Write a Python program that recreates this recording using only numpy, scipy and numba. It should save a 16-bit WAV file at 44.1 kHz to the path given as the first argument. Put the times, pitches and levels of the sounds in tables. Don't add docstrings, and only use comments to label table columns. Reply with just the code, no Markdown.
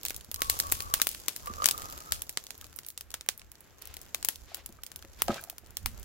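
import sys
import numpy as np
from scipy import signal
from scipy.fft import rfft, irfft
from scipy.io import wavfile
from scipy.ndimage import uniform_filter1d
from numba import njit

SR = 44100
rng = np.random.default_rng(int(sys.argv[2]) if len(sys.argv) > 2 else 0)


def gain_from_db(level_db):
    decades = np.asarray(level_db, float) / 20
    return 10 ** decades


def generate_wav(signal):
    frames = np.transpose(np.atleast_2d(signal))
    scaled = np.clip(frames, -1, 1) * 32767
    pcm = np.round(scaled).astype(np.int16)
    wavfile.write(sys.argv[1], SR, pcm)


N = 266584
T = np.arange(N) / SR


def level(x, db):
    return x * gain_from_db(db) / np.sqrt(np.mean(x ** 2))


def band(x, low_hz, high_hz):
    return signal.sosfilt(signal.butter(2, [low_hz, high_hz], "band", fs=SR, output="sos"), x)


def colour(x, spectrum):
    hz, db = np.transpose(spectrum)
    log_hz = np.log(np.arange(N // 2 + 1) * SR / N + 1)
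    gain = gain_from_db(np.interp(log_hz, np.log(hz), db))
    return irfft(rfft(x) * gain, N)


def curve(table, column):
    rows = np.array(table)
    return np.interp(T, rows[:, 0], rows[:, column])


def walk(count):
    k = int(SR / count)
    steps = np.repeat(rng.standard_normal(N // k + 1), k)
    return 1.3 * uniform_filter1d(uniform_filter1d(steps, k), k)[:N]


def pair(likeness):
    mid, side = rng.standard_normal((2, N))
    share = np.clip(likeness, 0, 1)
    return np.sqrt(1 + share) * mid + np.sqrt(1 - share) * side * np.array([[1], [-1]])


def grains(rate, spread_db):
    chance = rng.random((N, 3)).T
    size_db = np.minimum(-spread_db * np.log(1 - chance[1]), 3 * spread_db)
    return (chance[0] < rate / SR) * gain_from_db(size_db) * np.sign(chance[2] - .5)


def sides(pan_db):
    return gain_from_db(np.array([pan_db, -pan_db]) / 2)


def swell(start, length, rise, fall):
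    return np.exp(np.minimum(0, np.minimum((T - start) / rise, (start + length - T) / fall)))


@njit
def ring(x, hz, width):
    y, b, l = np.empty(len(x)), 0., 0.
    for i in range(len(x)):
        g, k = np.tan(np.pi * hz[i] / SR), width / hz[i]
        v = (b + g * (x[i] - l)) / (1 + g * (g + k))
        b, l, y[i] = 2 * v - b, l + 2 * g * v, k * v
    return y


def pops():
    # (start [s], strength [dB], lows and air relative to it [dB], left minus right [dB])
    cells = [(0.0317, -30, -23, 2, -1), (0.0508, -20.5, -12, 2.5, 2.5), (0.0598, -23.5, -27, -4, -8),
             (0.064, -28, -9, -3, 0.0), (0.083, -23, -25, -2, 1), (0.0962, -27, -23, 0, -1.0),
             (0.1048, -25, -4.5, 1.5, 2.0), (0.1439, -29.5, -17, -3, 0.5), (0.163, -28.5, -39, 3, 3),
             (0.2088, -33.5, -23, -9, -2), (0.2453, -39.5, -23, 3, -0.5), (0.314, -30, -6.5, 7.5, -3.5),
             (0.3424, -23, -18.5, 4, -0.5), (0.3595, -26.5, -19, -6, -2.0), (0.405, -32, -23, -1, 2),
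             (0.4183, -15, -6, 1.5, -1.5), (0.4976, -12.5, -12, 5.5, 1), (0.5892, -25.5, -23, 8, -4),
             (0.5993, -11.5, -19, -0.5, -0.5), (0.6365, -39, -15, -4, -1.5), (0.668, -34, -22, 5, -5),
             (0.6988, -31, -16, -3, -6), (0.716, -28, -13, 10, -5), (0.7212, -20, -2, 12, 5),
             (0.8037, -20, -12.5, -5, 4.0), (0.8215, -29, -24, 3, 0.5), (0.9384, -10, -11, 1.5, -0.5),
             (0.9988, -26.5, -3, -7, 5), (1.016, -8.5, -15, 1.5, 1), (1.069, -18, -7, 6, 6),
             (1.0889, -25, -34, 6, 2), (1.1136, -33.5, -24, 5, -5), (1.1302, -36, -13, -4, 1),
             (1.147, -29, -7.5, -1, 0), (1.199, -39, -16, 5, -0.5), (1.282, -15, -10.5, -0.5, 7.5),
             (1.3621, -25, -14, 0.5, 1.5), (1.4583, -34.5, -18, 5, 1.0), (1.4711, -32, -5, -4, -1.5),
             (1.5368, -31, -11, -23, -4), (1.6197, -30, -3, -14, -4), (1.642, -11.5, -15.5, -12, 4.5),
             (1.6568, -4.5, -17.5, -1, 5), (1.6757, -24, -10, -5, 3), (1.6866, -11.5, -13, -3, 7),
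             (1.71, -12.5, -25, -1.5, -2), (1.7773, -30.5, -26, 4, 1), (1.7963, -36, -20, 0, -3.5),
             (1.8188, -28.5, -11, -4, 0.5), (1.8986, -34, -18, 1, -3.5), (1.924, -31, -20, -2, -3),
             (1.9762, -33.5, -12, 2, -1.0), (2.0038, -34, -13, -1, 3), (2.1208, -12, -14, -2, 2),
             (2.2189, -26, -14.5, 5, -3), (2.2929, -25.5, -14.5, 2.5, 0), (2.372, -13, -11.5, -15, 0),
             (2.4385, -38, -20, 2, 4), (2.4665, -30.5, -16.5, -6, 1), (2.505, -25, -13, -6, -3.5),
             (2.6115, -32, -15, -2.5, 0), (2.6424, -34, -10, -6, -1.5), (2.7608, -54.5, -4, 26, -11),
             (2.7874, -27.5, -11.5, 0, 2.5), (2.8325, -40, -17, -9, -3.0), (2.847, -37, -16, -10, -1.5),
             (2.865, -44, -12, -2, 3), (2.8851, -36, -19, 12, -3), (2.9021, -33.5, -28, 2, 1),
             (2.9759, -24, -20.5, -5, -1.5), (3.0086, -29, -15, 0.5, 0), (3.1038, -35, -18, 0, -0.5),
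             (3.115, -37, -14, -4, 5), (3.1402, -20.5, -9.5, -5, 0), (3.2091, -27, -14.5, -10, 0.5),
             (3.2615, -50.5, 2.5, 10, -4), (3.2875, -9, -13, -9.5, -2.5), (3.3942, -35.5, -29, -8, -2),
             (3.416, -38, -6.5, -17, -1), (3.5161, -41, -10, 7, -4), (3.5535, -40.5, -14, -13, -1),
             (3.8205, -35, -22, 2, -7.5), (3.854, -37.5, -25, 4, 3.5), (3.8722, -38.5, -12, 7.5, -2),
             (3.9399, -33.5, -19, 1, 2), (3.9672, -31, -9, 2.5, 2.0), (4.0144, -36.5, -24, 3, 2),
             (4.1454, -16, -11, -3.5, 1.5), (4.2266, -24, -15, -10, 0), (4.2472, -16.5, -15, 1, 6.5),
             (4.2859, -15.5, -10, 4, 5), (4.345, -48, -22, -6, 1.5), (4.357, -30, -33, -6, -1.5),
             (4.5447, -23.5, -16.5, 0.5, 3.5), (4.6603, -30.5, -16, 5, 0), (4.834, -29, -12.5, 1.5, -2.0),
             (4.864, -30, -23, -0.5, -5), (4.9161, -33.5, -11, -4, 4.5), (4.9591, -32, -13, 5.5, 0),
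             (4.9906, -41.5, -9, -5, 2.5), (5.024, -35.5, -7.5, -9, 0), (5.0479, -42.5, -3, -2, 4),
             (5.219, -20.5, -0.5, 12, 3), (5.2811, -21.5, -8, -13, 0), (5.3425, -28, -11, -7, 0),
             (5.411, -45, -11, 7, 2), (5.438, -33.5, -16, 5, -4), (5.4979, -29, -9.5, 4.5, -0.5),
             (5.5814, -34.5, -10.5, 3, 2), (5.661, -42.5, -21, -15, 6), (5.7688, -20, -15.5, -1.5, -3),
             (5.8588, -19.5, -4.5, 2, 6), (5.9963, -48, -19, 11, 3), (6.029, -37.5, -27, -1, 1)]
    # (low edge [Hz], high edge [Hz], likeness of the ports [0-1])
    pop_bands = [(250, 1200, .8), (1200, 3300, .3), (3000, 8500, 0), (10500, 18000, 0)]
    yard_gains = [-8, -4, -3.5, -1.5]
    band_gains = [8, 13, 9, 12]
    s, peak_db, lows_db, air_db, pan_db = np.vstack([cells, small_pops(count=50)]).T
    t = np.arange(4096) / SR - .001
    chance = rng.standard_normal((len(s), 3 * len(t) + 2))
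    noise = chance[:, 2:].reshape(len(s), 3, -1)

    after = np.abs(t) * np.where(t < 0, 4., 1)
    snap = np.exp(-after / 0.00025) + gain_from_db(1.5) * np.exp(-after / 0.0014)
    from_echo = np.abs(t - .0085 - .0006 * chance[:, :1, None])
    echo = gain_from_db(-17 + 3 * chance[:, 1:2, None]) * np.exp(-from_echo / .001)
    tail = gain_from_db(-17) * np.exp(-np.abs(t) / 0.022) * (t > 0)

    tilts_db = np.add([lows_db, lows_db, 0 * s, air_db], np.c_[band_gains])
    bursts = 0
    for (low_hz, high_hz, alike), db, yard_db in zip(pop_bands, tilts_db, yard_gains):
        ports = np.sqrt(alike) * noise[:, :1] + np.sqrt(1 - alike) * noise[:, 1:]
        bare = band(ports[..., :300] * snap[:300], low_hz, high_hz)
        energy = np.sum(bare ** 2, axis=2, keepdims=True)
        shape = snap + gain_from_db(yard_db) * (echo + tail)
        shaped = band(ports * shape, low_hz, high_hz) / np.sqrt(energy)
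        bursts = -bursts + shaped * gain_from_db(peak_db + db)[:, None, None]

    out = np.zeros((2, N + len(t)))
    for at, burst, gains in zip((s * SR).astype(int), bursts, sides(pan_db).T):
        out[:, at:at + len(t)] += burst * gains[:, None]
    return out[:, :N]


def small_pops(count):
    at = rng.random((count, 1)) * N / SR
    chance = rng.standard_normal((count, 4))
    return np.hstack([at, [-48, -14, 3, 0] + chance * [3, 6, 8, 4]])


def hisses():
    # (start [s], level [dB], fade [s])
    gas_jets = [(.05, -47, .06), (0.419, -39.5, 0.08), (0.496, -32.5, 0.033), (.6, -52, .06),
                (.722, -39, 0.083), (0.941, -37, 0.048), (1.02, -47, .05), (1.07, -43, 0.097),
                (1.283, -48.5, 0.1), (1.657, -46, 0.051), (2.122, -36, 0.032), (3.288, -62, 0.022),
                (4.286, -42.5, 0.04), (5.219, -58, 0.032), (5.859, -47.5, 0.039)]
    jets = sum(gain_from_db(db) * np.exp(-np.abs(T - s) / fade) * (T > s) for s, db, fade in gas_jets)
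    smear = np.exp(-np.arange(200) / SR / .0006)
    spit = np.convolve(np.abs(grains(400, 2)), smear)[:N]
    spray = pair(0) * (0.5 + level(spit, -7.5))
    return level(band(spray, 2500, 13000), 0) * jets


def embers():
    # (time [s], fizz level [dB], roar level [dB])
    glow = [(0.0, -55, -63.5), (0.35, -61.5, -71), (0.57, -43.5, -66.5), (1.01, -55.5, -65.5),
            (1.36, -51.5, -67.5), (1.7, -45.5, -60.5), (1.92, -49, -61.5), (2.35, -57, -72),
            (2.57, -56, -69), (3.03, -68.5, -70.5), (3.63, -65, -70.5), (4.07, -59, -65.5),
            (4.41, -58, -72.5), (4.74, -67.5, -68.5), (5.1, -62, -69.5), (5.38, -50.5, -61.5),
            (5.55, -66.5, -69.5), (6.04, -57, -64)]
    # (frequency [Hz], density [dB per Hz])
    fizz_colour = [(500, 12), (1000, 8), (2000, -1), (4000, 4.5), (7400, 9.5), (8600, -6), (12000, 7),
                   (16000, -3.5)]
    # (frequency [Hz], density [dB per Hz])
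    roar_colour = [(60, -17), (110, -3), (200, -10), (400, -9), (800, -15.5), (1500, -14.5), (3000, -20.5),
                   (6000, -32)]
    smear = np.exp(-np.arange(400) / SR / .001)
    crackle = np.convolve(np.abs(grains(200, 3.4)), smear)[:N] * pair(0)
    hiss = level(pair(0), 0) * gain_from_db(1.5 * walk(40))
    roar = pair(.6) * gain_from_db(1.5 * walk(15))
    sizzle = hiss + level(crackle, 2.3)
    fizz = level(colour(sizzle, fizz_colour), 0) * gain_from_db(curve(glow, 1))
    return fizz + level(colour(roar, roar_colour), 6.03) * gain_from_db(curve(glow, 2))


def creak(row, lag_ms, pan_db):
    # (time [s], strength [dB])
    slips = [(0.4186, -39), (0.648, -55), (0.841, -53), (1.4726, -39.5), (1.4786, -42), (1.497, -45),
             (1.508, -47), (1.5817, -44), (1.5997, -39), (1.62, -32), (1.6355, -36.5), (1.7432, -53),
             (1.8397, -45), (1.864, -50), (1.8923, -47), (1.915, -51), (1.9368, -50), (2.0128, -53),
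             (2.088, -52)]
    start, length, db, first_hz, last_hz = row
    hz = np.interp(T, [start, start + length], [first_hz, last_hz])
    chatter = level(grains(600, 2.5), 0) + 2.03 * rng.standard_normal(N)
    sag_db = -9 * np.clip(T - start, 0, length)
    waver_db = 2 * walk(count=25)
    jerks = chatter * gain_from_db(db + sag_db + waver_db) * swell(start, length, rise=0.021, fall=0.042)
    jerks = jerks / np.sqrt(150 / SR)
    for s, peak_db in slips:
        jerks[int(s * SR)] += gain_from_db(peak_db + 53.5) * (start < s < start + length)
    main = ring(ring(jerks, hz, 90.), hz, 220.)
    low_hz = .42 * hz
    low = ring(ring(jerks, low_hz, 120.0), low_hz, 190.0)
    shell = main + gain_from_db(-20) * low
    left = np.roll(shell, int(round(lag_ms * SR / 1000)))
    return np.array([left, shell]) * sides(pan_db)[:, None]


def knocks():
    # (time [s], strength [dB], favoured pitch [Hz])
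    blows = [(0.288, -45.5, 221), (0.634, -46, 500), (0.8, -58, 1780), (0.997, -48.5, 1360),
             (1.5, -39.5, 210), (2.624, -60.5, 1130), (4.184, -54, 334), (4.517, -56, 730),
             (4.579, -54, 537), (4.692, -43.5, 260), (4.787, -61.5, 1130), (5.044, -45, 400),
             (5.283, -30, 600), (5.294, -16.5, 267), (5.304, -35.5, 720), (5.316, -28, 214),
             (5.328, -35.5, 540), (5.343, -49, 708), (5.359, -44.5, 670), (5.379, -49.5, 1570),
             (5.392, -54.5, 1580), (5.428, -53.5, 695), (5.446, -61, 690), (5.474, -59, 700),
             (5.487, -62, 760), (5.527, -63, 690), (5.633, -50.5, 334)]
    # (frequency [Hz], gain [dB], fall by 60 dB [s])
    modes = [(116, 14, 0.033), (229, 1, 0.056), (338, 1.5, 0.05), (564, 0, 0.11), (694, 11, 0.037),
             (778, 13.5, 0.023), (1270, 18, 0.033), (1580, 18, 0.03), (2380, 16, 0.04)]
    t = np.arange(8192) / SR
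    hz, db, t60 = np.transpose(modes)[:, :, None]
    decay = np.exp(-np.log(1000) * t / t60)
    onset = 1 - np.exp(-t / 0.0013)
    out = np.zeros((2, N + len(t)))
    for s, peak_db, spot_hz in blows:
        chance = rng.standard_normal((3, 2, len(hz), 1))
        away_db = 15 * np.abs(np.log2(hz / spot_hz))
        gain = gain_from_db(peak_db + db - away_db + 2 * chance[0, 0] + chance[1])
        phase = .2 * chance[2] + chance[0, 0]
        tone = np.sin(2 * np.pi * hz * (1 + .02 * chance[0, 1]) * t + phase)
        blow = np.sum(gain * tone * decay, axis=1) * onset
        out[:, int(s * SR):int(s * SR) + len(t)] += blow
    return out[:, :N]


def rustle():
    # (start [s], length [s], level [dB])
    drags = [(3.817, 0.13, -57), (4.485, 0.12, -55), (5.194, 0.016, -50.5), (5.292, 0.02, -47),
             (5.312, 0.069, -46.5)]
    scratch = level(pair(0.16), 0) + level(grains(620, 1), -3.2)
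    strokes = sum(gain_from_db(db) * swell(s, length, rise=0.0092, fall=0.017) for s, length, db in drags)
    return level(band(scratch, 270, 4500), 0) * strokes


def wind():
    # (time [s], level [dB])
    air = [(0.0, -54), (0.12, -53), (0.27, -62), (0.45, -46), (0.87, -45), (0.91, -56), (1.36, -64.5),
           (1.43, -55), (2.09, -58.5), (2.12, -43.5), (2.25, -63.5), (5.0, -60), (5.25, -52), (5.28, -50),
           (5.37, -65.5), (5.8, -56.5), (5.84, -42.5), (6.04, -51)]
    # (frequency [Hz], density [dB per Hz])
    buffet_colour = [(8.8, -60), (15, -7), (70, 1), (85, 0.5), (140, -21), (200, -17.5), (260, -24),
                     (440, -120)]
    gusts = level(colour(pair(.15), buffet_colour), 1)
    flutter_db = 3.5 * walk(14)
    pan_db = 5 * walk(6.9) - 2.0
    return gusts * gain_from_db(curve(air, 1) + flutter_db) * sides(pan_db)


def scene():
    # (start [s], length [s], drive level [dB], first ring [Hz], last ring [Hz])
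    creak_rows = [(0.398, 0.61, -52.5, 1120, 1170), (1.457, 0.72, -55, 1172, 1300)]
    # (lag of the left port, negative when it leads [ms], left minus right [dB])
    creak_places = [(-.4, 3), (.31, -3)]
    creaks = sum(creak(row, *place) for row, place in zip(creak_rows, creak_places))
    return pops() + hisses() + embers() + wind() + creaks + knocks() + rustle()


def roll_off(x):
    return signal.sosfilt(signal.butter(12, 17140, fs=SR, output="sos"), x)


def record(dry):
    ceiling = .78
    clipped = np.clip(dry, -ceiling, ceiling)
    top = signal.ellip(8, .2, 60, 15850, fs=SR, output="sos")
    return roll_off(signal.sosfilt(top, clipped))


dry = scene()
out = record(dry)
generate_wav(out)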